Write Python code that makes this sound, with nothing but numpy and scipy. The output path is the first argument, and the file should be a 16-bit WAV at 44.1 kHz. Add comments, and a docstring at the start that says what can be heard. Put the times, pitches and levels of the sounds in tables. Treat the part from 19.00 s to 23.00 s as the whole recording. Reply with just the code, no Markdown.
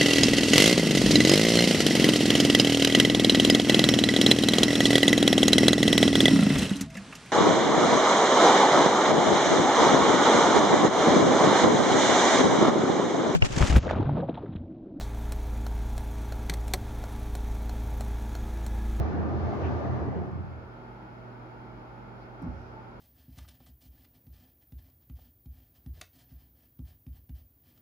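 """A motor slides a wooden door into its pocket in a panelled room. From the start the drive makes
the door and its cavity drone, while the rollers rush and jolt along the track and the door scrapes
its guide. It slows and stops after 1.7 s, leaving ventilation, mains hum and a thin hiss.
A faint rustle at 3.2 s leads into one soft thud at 3.4 s, like a footfall, and trails off after it."""
import sys
import numpy as np
from scipy import signal
from scipy.fft import rfft, irfft
from scipy.io import wavfile
from scipy.ndimage import uniform_filter1d

SR = 44100
rng = np.random.default_rng(int(sys.argv[2]) if len(sys.argv) > 2 else 0)


def wav_out(sig):
    """Save sig, one row per channel (or a flat mono array), as 16-bit PCM at SR to the path in sys.argv[1]."""
    wavfile.write(sys.argv[1], SR, np.round(np.clip(np.atleast_2d(sig).T, -1, 1) * 32767).astype(np.int16))


N = 176400
T, HZ = np.arange(N) / SR, np.fft.rfftfreq(N, 1 / SR)


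def drive():
    """The motor growls under its load and shakes the door panel and the cavity behind it."""
    # drone, swelling with the load and dying as the door slows (time [s], level [dB], pitch [Hz])
    drone_curve = [(0, -27, 70.7), (.045, -26.5, 73), (.12, -37.5, 78), (.21, -29, 77.6),
                   (0.319, -35.5, 79.34), (.39, -28, 79.4), (0.471, -27, 86.5), (.52, -43.5, 90.6),
                   (.59, -39.5, 83), (0.669, -27, 82.1), (0.711, -34.5, 78.9), (.77, -29.5, 80),
                   (.81, -43.5, 82.7), (.88, -32, 85.2), (.96, -39, 83.9), (1.01, -31.5, 81.5),
                   (1.13, -43, 84.2), (1.2, -35.5, 83.4), (1.27, -48, 83), (1.33, -42.5, 82.7),
                   (1.41, -34, 87), (1.46, -48.5, 85.5), (1.51, -41, 86.2), (1.66, -45.5, 82),
                   (1.72, -68, 79), (1.8, -100, 78)]
    # resonances of door and cavity (pitch [Hz], width [Hz], relative level [dB], left lead [rad])
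    cavity_modes = [(31.8, 6.3, -16.5, 0.52), (64, 8.4, -6, 1), (89, 9.2, -4, 0.84), (101, 11, -4.5, 0.41)]
    # the panel's boom, surging as the door gathers speed (time [s], level [dB])
    boom_curve = [(0, -24.5), (.075, -61), (.135, -44), (.19, -42), (.235, -38), (.3, -41.5), (.355, -28.5),
                  (.41, -42), (.45, -32), (.5, -28.5), (.54, -38.5), (.6, -34), (.71, -36), (.85, -35),
                  (.92, -31.5), (1.01, -45.5), (1.09, -37.5), (1.16, -36.5), (1.24, -52), (1.31, -37),
                  (1.42, -41.5), (1.6, -56), (1.8, -100)]
    # panel resonance (pitch [Hz], width [Hz], relative level [dB], left lead [rad])
    panel_modes = [(123.4, 13, 0, 1.5)]
    # the motor's growl (time [s], level [dB])
    growl_curve = [(0, -37), (.25, -33), (.34, -37), (.7, -40.5), (.95, -36.5), (1.2, -34), (1.4, -41),
                   (1.58, -53.5), (1.7, -67), (1.8, -100)]
    # motor resonances (pitch [Hz], width [Hz], relative level [dB], left lead [rad])
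    growl_modes = [(155.3, 8.8, -5.5, 2.15), (180, 35, -5.5, 2.36), (191.8, 41, -6, 2.16),
                   (213, 14, -18.5, 4.8)]
    waver_hz, left_db, left_lead_rad = 3.2, -3.5, 0.55
    times, db, hz = np.transpose(drone_curve)
    pitch = np.interp(T, times, hz) + waver_hz * wander(N, size=1200)
    phase = 2 * np.pi * np.cumsum(pitch) / SR
    tone = unit(np.array([amp(left_db) * np.sin(phase + left_lead_rad), np.sin(phase)]))
    cavity = unit(ringing(cavity_modes, left_db=left_db))
    drone = amp(np.interp(T, times, db)) * (amp(-1.5) * tone + amp(-8.5) * cavity)
    boom = level(boom_curve) * ringing(panel_modes, steady=0.41)
    growl = level(growl_curve) * ringing(growl_modes, steady=0.67, left_db=-2.5)
    return drone + boom + growl


def rollers():
    """Wheels rush and rattle along the ringing track."""
    # rolling envelope (time [s], level [dB])
    roll_curve = [(0, -37.5), (.18, -35.5), (.4, -36.5), (.65, -34.5), (.95, -36.5), (1.18, -40),
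                  (1.3, -45.5), (1.45, -54), (1.68, -64), (1.8, -100)]
    # rolling colour in the centre (frequency [Hz], relative level [dB])
    mid_colour = [(120, -33), (200, -6), (222, -5.5), (285, -1.5), (370, -1.5), (509, -6.5), (734, -6.5),
                  (832, -8.5), (1070, -14.5), (1180, -11.5), (1300, -20), (1780, -22), (3050, -41),
                  (3960, -63.5), (6710, -120)]
    # rolling colour at the sides (frequency [Hz], relative level [dB])
    side_colour = [(110, -24.5), (180, -7.5), (207, -1.5), (318, -14.5), (443, -16), (574, -15.5),
                   (737, -15.5), (922, -19.5), (1430, -24), (1630, -26.5), (2740, -41.5), (3050, -47),
                   (3960, -79.5), (6710, -120)]
    # track resonances (pitch [Hz], width [Hz], relative level [dB], left lead [rad])
    track_modes = [(263, 12, -15, -1.5), (295, 7, -13, 0), (327, 9, -13, 0), (361, 9, -15, .2),
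                   (392, 16, -17, .2), (536, 6, -20, 0), (684, 6, -18, .3), (721, 4, -14.5, .4),
                   (1151, 10, -23, .5), (1210, 14, -27, .5), (1336, 6, -30, 1), (1765, 6, -28, 2),
                   (2725, 6, -39, 2), (4199, 6, -48, 1), (4312, 6, -50, 1)]
    wheels = rattle(rush(mid_colour, side_colour, side_db=-1, ripple_db=1.5))
    track = ringing(track_modes, steady=0.1)
    return (amp(1) * wheels + amp(-1) * track) * level(roll_curve) * balance(-1.5, -2.6)


def rattle(x, depth_db=2.0):
    """Uneven wheels stir one wooden resonance after another: patches about 150 Hz wide, 80 ms long."""
    spectrum = signal.stft(x, nperseg=1024, noverlap=768)[2]
    patches = uniform_filter1d(rng.standard_normal(spectrum.shape), size=4, axis=1)
    patches = unit(uniform_filter1d(patches[0], size=14, axis=1))  # one pattern for both channels
    return signal.istft(spectrum * amp(depth_db * patches), nperseg=1024, noverlap=768)[1][:, :N]


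def jolts():
    """The rollers knock over uneven spots of the track."""
    # bumps (time [s], level [dB], pitch [Hz], 60 dB decay [s])
    bumps = [(.33, -29.5, 339.3, 0.21), (.405, -33.5, 165, .15), (.6, -34, 335, .17), (.655, -28, 376, .14),
             (.85, -36, 292, 0.24), (.92, -34.5, 366.6, 0.24), (1.065, -31.5, 270, 0.2),
             (1.175, -33, 359, 0.2), (1.37, -37.5, 290, 0.19)]
    return knocks(bumps, rise_s=0.0033, room_db=-6.5)


def scrape(slips_per_s=3400):
    """The door drags along its guide in dense tiny slips, with a few longer rubs."""
    # scraping envelope (time [s], level [dB])
    scrape_curve = [(0, -57), (.25, -63), (.42, -59.5), (.55, -58.5), (.66, -57), (.78, -59), (1, -62),
                    (1.25, -70), (1.6, -92), (1.8, -110)]
    # bright colour of the slips (frequency [Hz], relative level [dB])
    slip_colour = [(500, -34), (1600, -1), (2600, -6), (3300, -6.5), (4300, -8.5), (6500, -15), (8500, -43),
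                   (12000, -29.5), (16000, -49.5)]
    # rubs on the guide (peak time [s], level [dB], band centre [Hz], half length [s])
    rubs = [(.46, -68, 4300, 0.1), (.56, -78, 6740, 0.037), (.658, -51.5, 2600, 0.032),
            (.66, -80, 6500, 0.033)]
    slips = (rng.random((2, N)) < slips_per_s / SR) * rng.choice([-1, 1], (2, N))
    grit = unit(colour(slips, slip_colour))
    return level(scrape_curve) * grit * balance(-.6, .6) + swishes(rubs)


def footfall(tick_half_s=.0032):
    """Soft contacts sink in pitch as the weight lands, with two faint ticks and a scuff of the sole."""
    # contacts of the thud (time [s], level [dB], pitch [Hz], 60 dB decay [s])
    contacts = [(3.416, -26.5, 276, 0.066), (3.429, -28.5, 169.4, 0.3), (3.44, -38.5, 88.6, 0.84),
                (3.457, -25.5, 245, 0.11), (3.481, -31.5, 63, 0.27), (3.535, -38, 70, 0.25)]
    # ticks on the attack (peak time [s], level [dB], band centre [Hz])
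    tick_bursts = [(3.421, -76, 12900), (3.425, -71, 9500)]
    # scuffs of the sole (peak time [s], level [dB], band centre [Hz], half length [s])
    scuffs = [(3.45, -44, 300, .035), (3.51, -47, 220, 0.041)]
    ticks = np.zeros(N)
    for peak, db, hz in tick_bursts:
        fizz = unit(colour(rng.standard_normal(N), [(hz / 2, -10), (hz, 0), (hz * 2, -15)]))
        ticks += amp(db) * fizz * np.exp(-((T - peak) / tick_half_s) ** 2)
    thud = knocks(contacts, rise_s=0.005, room_db=-10.5) * balance(-.7, .7)
    return ticks + thud + swishes(scuffs)


def rustle():
    """Faint friction, like clothing, around the footfall."""
    # brushes (peak time [s], level [dB], band centre [Hz], half length [s])
    brushes = [(3.225, -71, 4630, 0.029), (3.26, -64, 2020, 0.032), (3.43, -73, 5400, .025),
               (3.45, -56.5, 1190, 0.055), (3.62, -75.5, 5400, 0.15)]
    return swishes(brushes)


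def ventilation():
    """A bed of moving air carries fan and duct tones and a whirr that swells and fades."""
    # air colour in the centre (frequency [Hz], relative level [dB])
    mid_colour = [(15, -38), (35, -14.5), (50, 3), (75, -2.5), (150, 0.3), (260, -1.6), (350, -1),
                  (520, -6), (750, -4.5), (900, -4), (1020, -9.5), (1180, -12.5), (1400, -7.5), (1650, -18),
                  (2250, -20), (2800, -26.5), (3500, -40), (4500, -62), (7000, -110)]
    # air colour at the sides (frequency [Hz], relative level [dB])
    side_colour = [(15, -35), (35, -18), (55, -5.5), (150, -12), (260, -8.5), (400, -8.5), (750, -5),
                   (900, -3), (1020, -9.5), (1450, -8.5), (1750, -11.5), (2250, -27.5), (2800, -21.5),
                   (3500, -31), (4500, -61), (7000, -110)]
    # fan and duct tones (pitch [Hz], width [Hz], level [dB], left lead [rad])
    fan_modes = [(50, 5, -60.5, 0), (169, 5, -68, 0), (199, 3, -58.5, 0), (319, 6, -63, -.2),
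                 (393, 5, -64.5, -.4), (472, 6, -67, -1), (548, 6, -65.5, -1), (1012, 5, -71, -1.2),
                 (1184, 6, -72, -1.4), (1336, 7, -67, -1.6), (1415, 30, -66, -1.8), (3250, 40, -85, -1.5)]
    # the fan's whirr (pitch [Hz], width [Hz], level [dB], left lead [rad])
    whirr_modes = [(844.6, 9, -63, -1), (880, 5, -59.5, -1.17), (911, 24, -71.5, -1.9)]
    # swell of the whirr (time [s], gain [dB])
    whirr_curve = [(0, 2), (1.6, -1.5), (1.66, -11), (1.85, 0.5), (2.1, 3), (2.22, -7), (2.45, 0),
                   (2.8, -2), (2.97, 3), (3.15, -5), (3.42, 3), (3.7, -2), (3.78, 8.5), (3.86, -2), (4, -8)]
    air = amp(-49.5) * rush(mid_colour, side_colour, side_db=-3, ripple_db=3)
    fan = ringing(fan_modes, steady=0.18)
    whirr = level(whirr_curve) * ringing(whirr_modes, steady=0.64)
    return air + fan + whirr


def mains_hum(mains_hz=60, waver_db=1.1):
    """Even harmonics of the mains waver slightly in level."""
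    # hum partials (harmonic [number], left level [dB], right level [dB])
    partials = [(2, -54, -48.5), (4, -68, -56.5), (6, -63, -60)]
    hum = np.zeros((2, N))
    for harmonic, left_db, right_db in partials:
        phase = 2 * np.pi * (harmonic * mains_hz * T + rng.random())
        hum += balance(left_db, right_db) * np.sqrt(2) * np.sin(phase)
    return hum * amp(waver_db * wander(N, size=5000))


def hiss():
    """Wide, faint hiss of the vents over the microphone's own mono noise."""
    # vent hiss (frequency [Hz], relative level [dB])
    vent_colour = [(1500, -20.5), (2800, -8), (3300, -0.5), (4300, 0), (5100, 0), (5900, -10), (7000, -9.5),
                   (8500, -33.5), (15000, -17.5)]
    # microphone noise (frequency [Hz], relative level [dB])
    mic_colour = [(3000, 2.5), (7000, -4.5), (8500, 2.5), (10000, 27), (12000, 24), (13500, -3.5),
                  (15500, -10.5)]
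    vents = amp(-73) * unit(colour(rng.standard_normal((2, N)), vent_colour))
    mic_noise = amp(-90) * unit(colour(rng.standard_normal(N), mic_colour))
    return (vents + mic_noise) * balance(-.8, .8)


def ringing(modes, steady=0, left_db=0):
    """Resonances under a random force; steady, from 0 to 1, evens out their beating."""
    out = np.zeros((2, N))
    for hz, width, db, lead in modes:
        force = rng.standard_normal((len(HZ), 2)) @ [1, 1j]
        ring = np.fft.ifft(force / (1 + ((HZ - hz) / width * 1.48) ** 2), N)
        ring = amp(db) * unit(ring / abs(ring) ** steady) * np.sqrt(2)
        out += [(ring * np.exp(1j * lead)).real, ring.real]
    return out * balance(left_db / 2, -left_db / 2)


def rush(mid_colour, side_colour, side_db, ripple_db):
    """Stereo noise, rippled in frequency by the room's standing waves."""
    def layer(points):
        spectrum = rfft(rng.standard_normal(N))
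        ripple = amp(ripple_db * wander(len(HZ), size=40))
        return unit(colour(irfft(spectrum * ripple, N), points))
    mid, side = layer(mid_colour), amp(side_db) * layer(side_colour)
    return np.array([mid + side, mid - side])


def knocks(rows, rise_s, room_db, room_t60_s=.5):
    """Soft contacts ring briefly in the wood; the room answers."""
    knock = np.zeros(N)
    for start, db, hz, t60 in rows:
        age = np.maximum(T - start, 0)
        envelope = amp(db - 60 * age / t60) * (1 - np.exp(-age / rise_s))
        knock += envelope * np.sin(2 * np.pi * hz * age)
    tail = rng.standard_normal((2, SR // 2)) * amp(-60 * T[:SR // 2] / room_t60_s)
    reverb = signal.fftconvolve(knock[None], tail / np.linalg.norm(tail[0]), axes=1)[:, :N]
    return knock + amp(room_db) * reverb


def swishes(rows, skirt_db=21.5):
    """Short bands of friction noise swell and fade."""
    out = np.zeros((2, N))
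    for peak, db, hz, half_s in rows:
        band = [(hz / 2, -skirt_db), (hz, 0), (hz * 2, -skirt_db * 2), (hz * 4, -skirt_db * 4)]
        friction = unit(colour(rng.standard_normal((2, N)), band))
        out += amp(db) * friction * np.exp(-((T - peak) / half_s) ** 2)
    return out


def amp(db):
    """Decibels to gain."""
    return 10 ** (np.asarray(db) / 20)


def balance(left_db, right_db):
    """A gain for each channel."""
    return amp([[left_db], [right_db]])


def unit(x):
    """Scales to an rms of 1."""
    return x / np.sqrt(np.mean(abs(x) ** 2) + 1e-20)


def level(points):
    """Fader curve through (time [s], level [dB]) points."""
    return amp(np.interp(T, *np.transpose(points)))


def colour(x, points):
    """Equaliser through (frequency [Hz], gain [dB]) points."""
    hz, db = np.transpose(points)
    return irfft(rfft(x) * amp(np.interp(np.log(HZ + 1), np.log(hz + 1), db)), N)


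def wander(count, size):
    """Smooth random drift that changes over size steps."""
    return unit(uniform_filter1d(uniform_filter1d(rng.standard_normal(count), size), size))


def scene():
    """The door, the footfall and the room tone together."""
    door = drive() + rollers() + jolts() + scrape()
    return door + footfall() + rustle() + ventilation() + mains_hum() + hiss()


def record(dry, cutoff_hz=15700):
    """A steep low-pass trims the very top."""
    lowpass = signal.firwin(511, cutoff_hz, window=("kaiser", 9), fs=SR)
    return signal.oaconvolve(dry, lowpass[None], "same")


dry = scene()
out = record(dry)
wav_out(out)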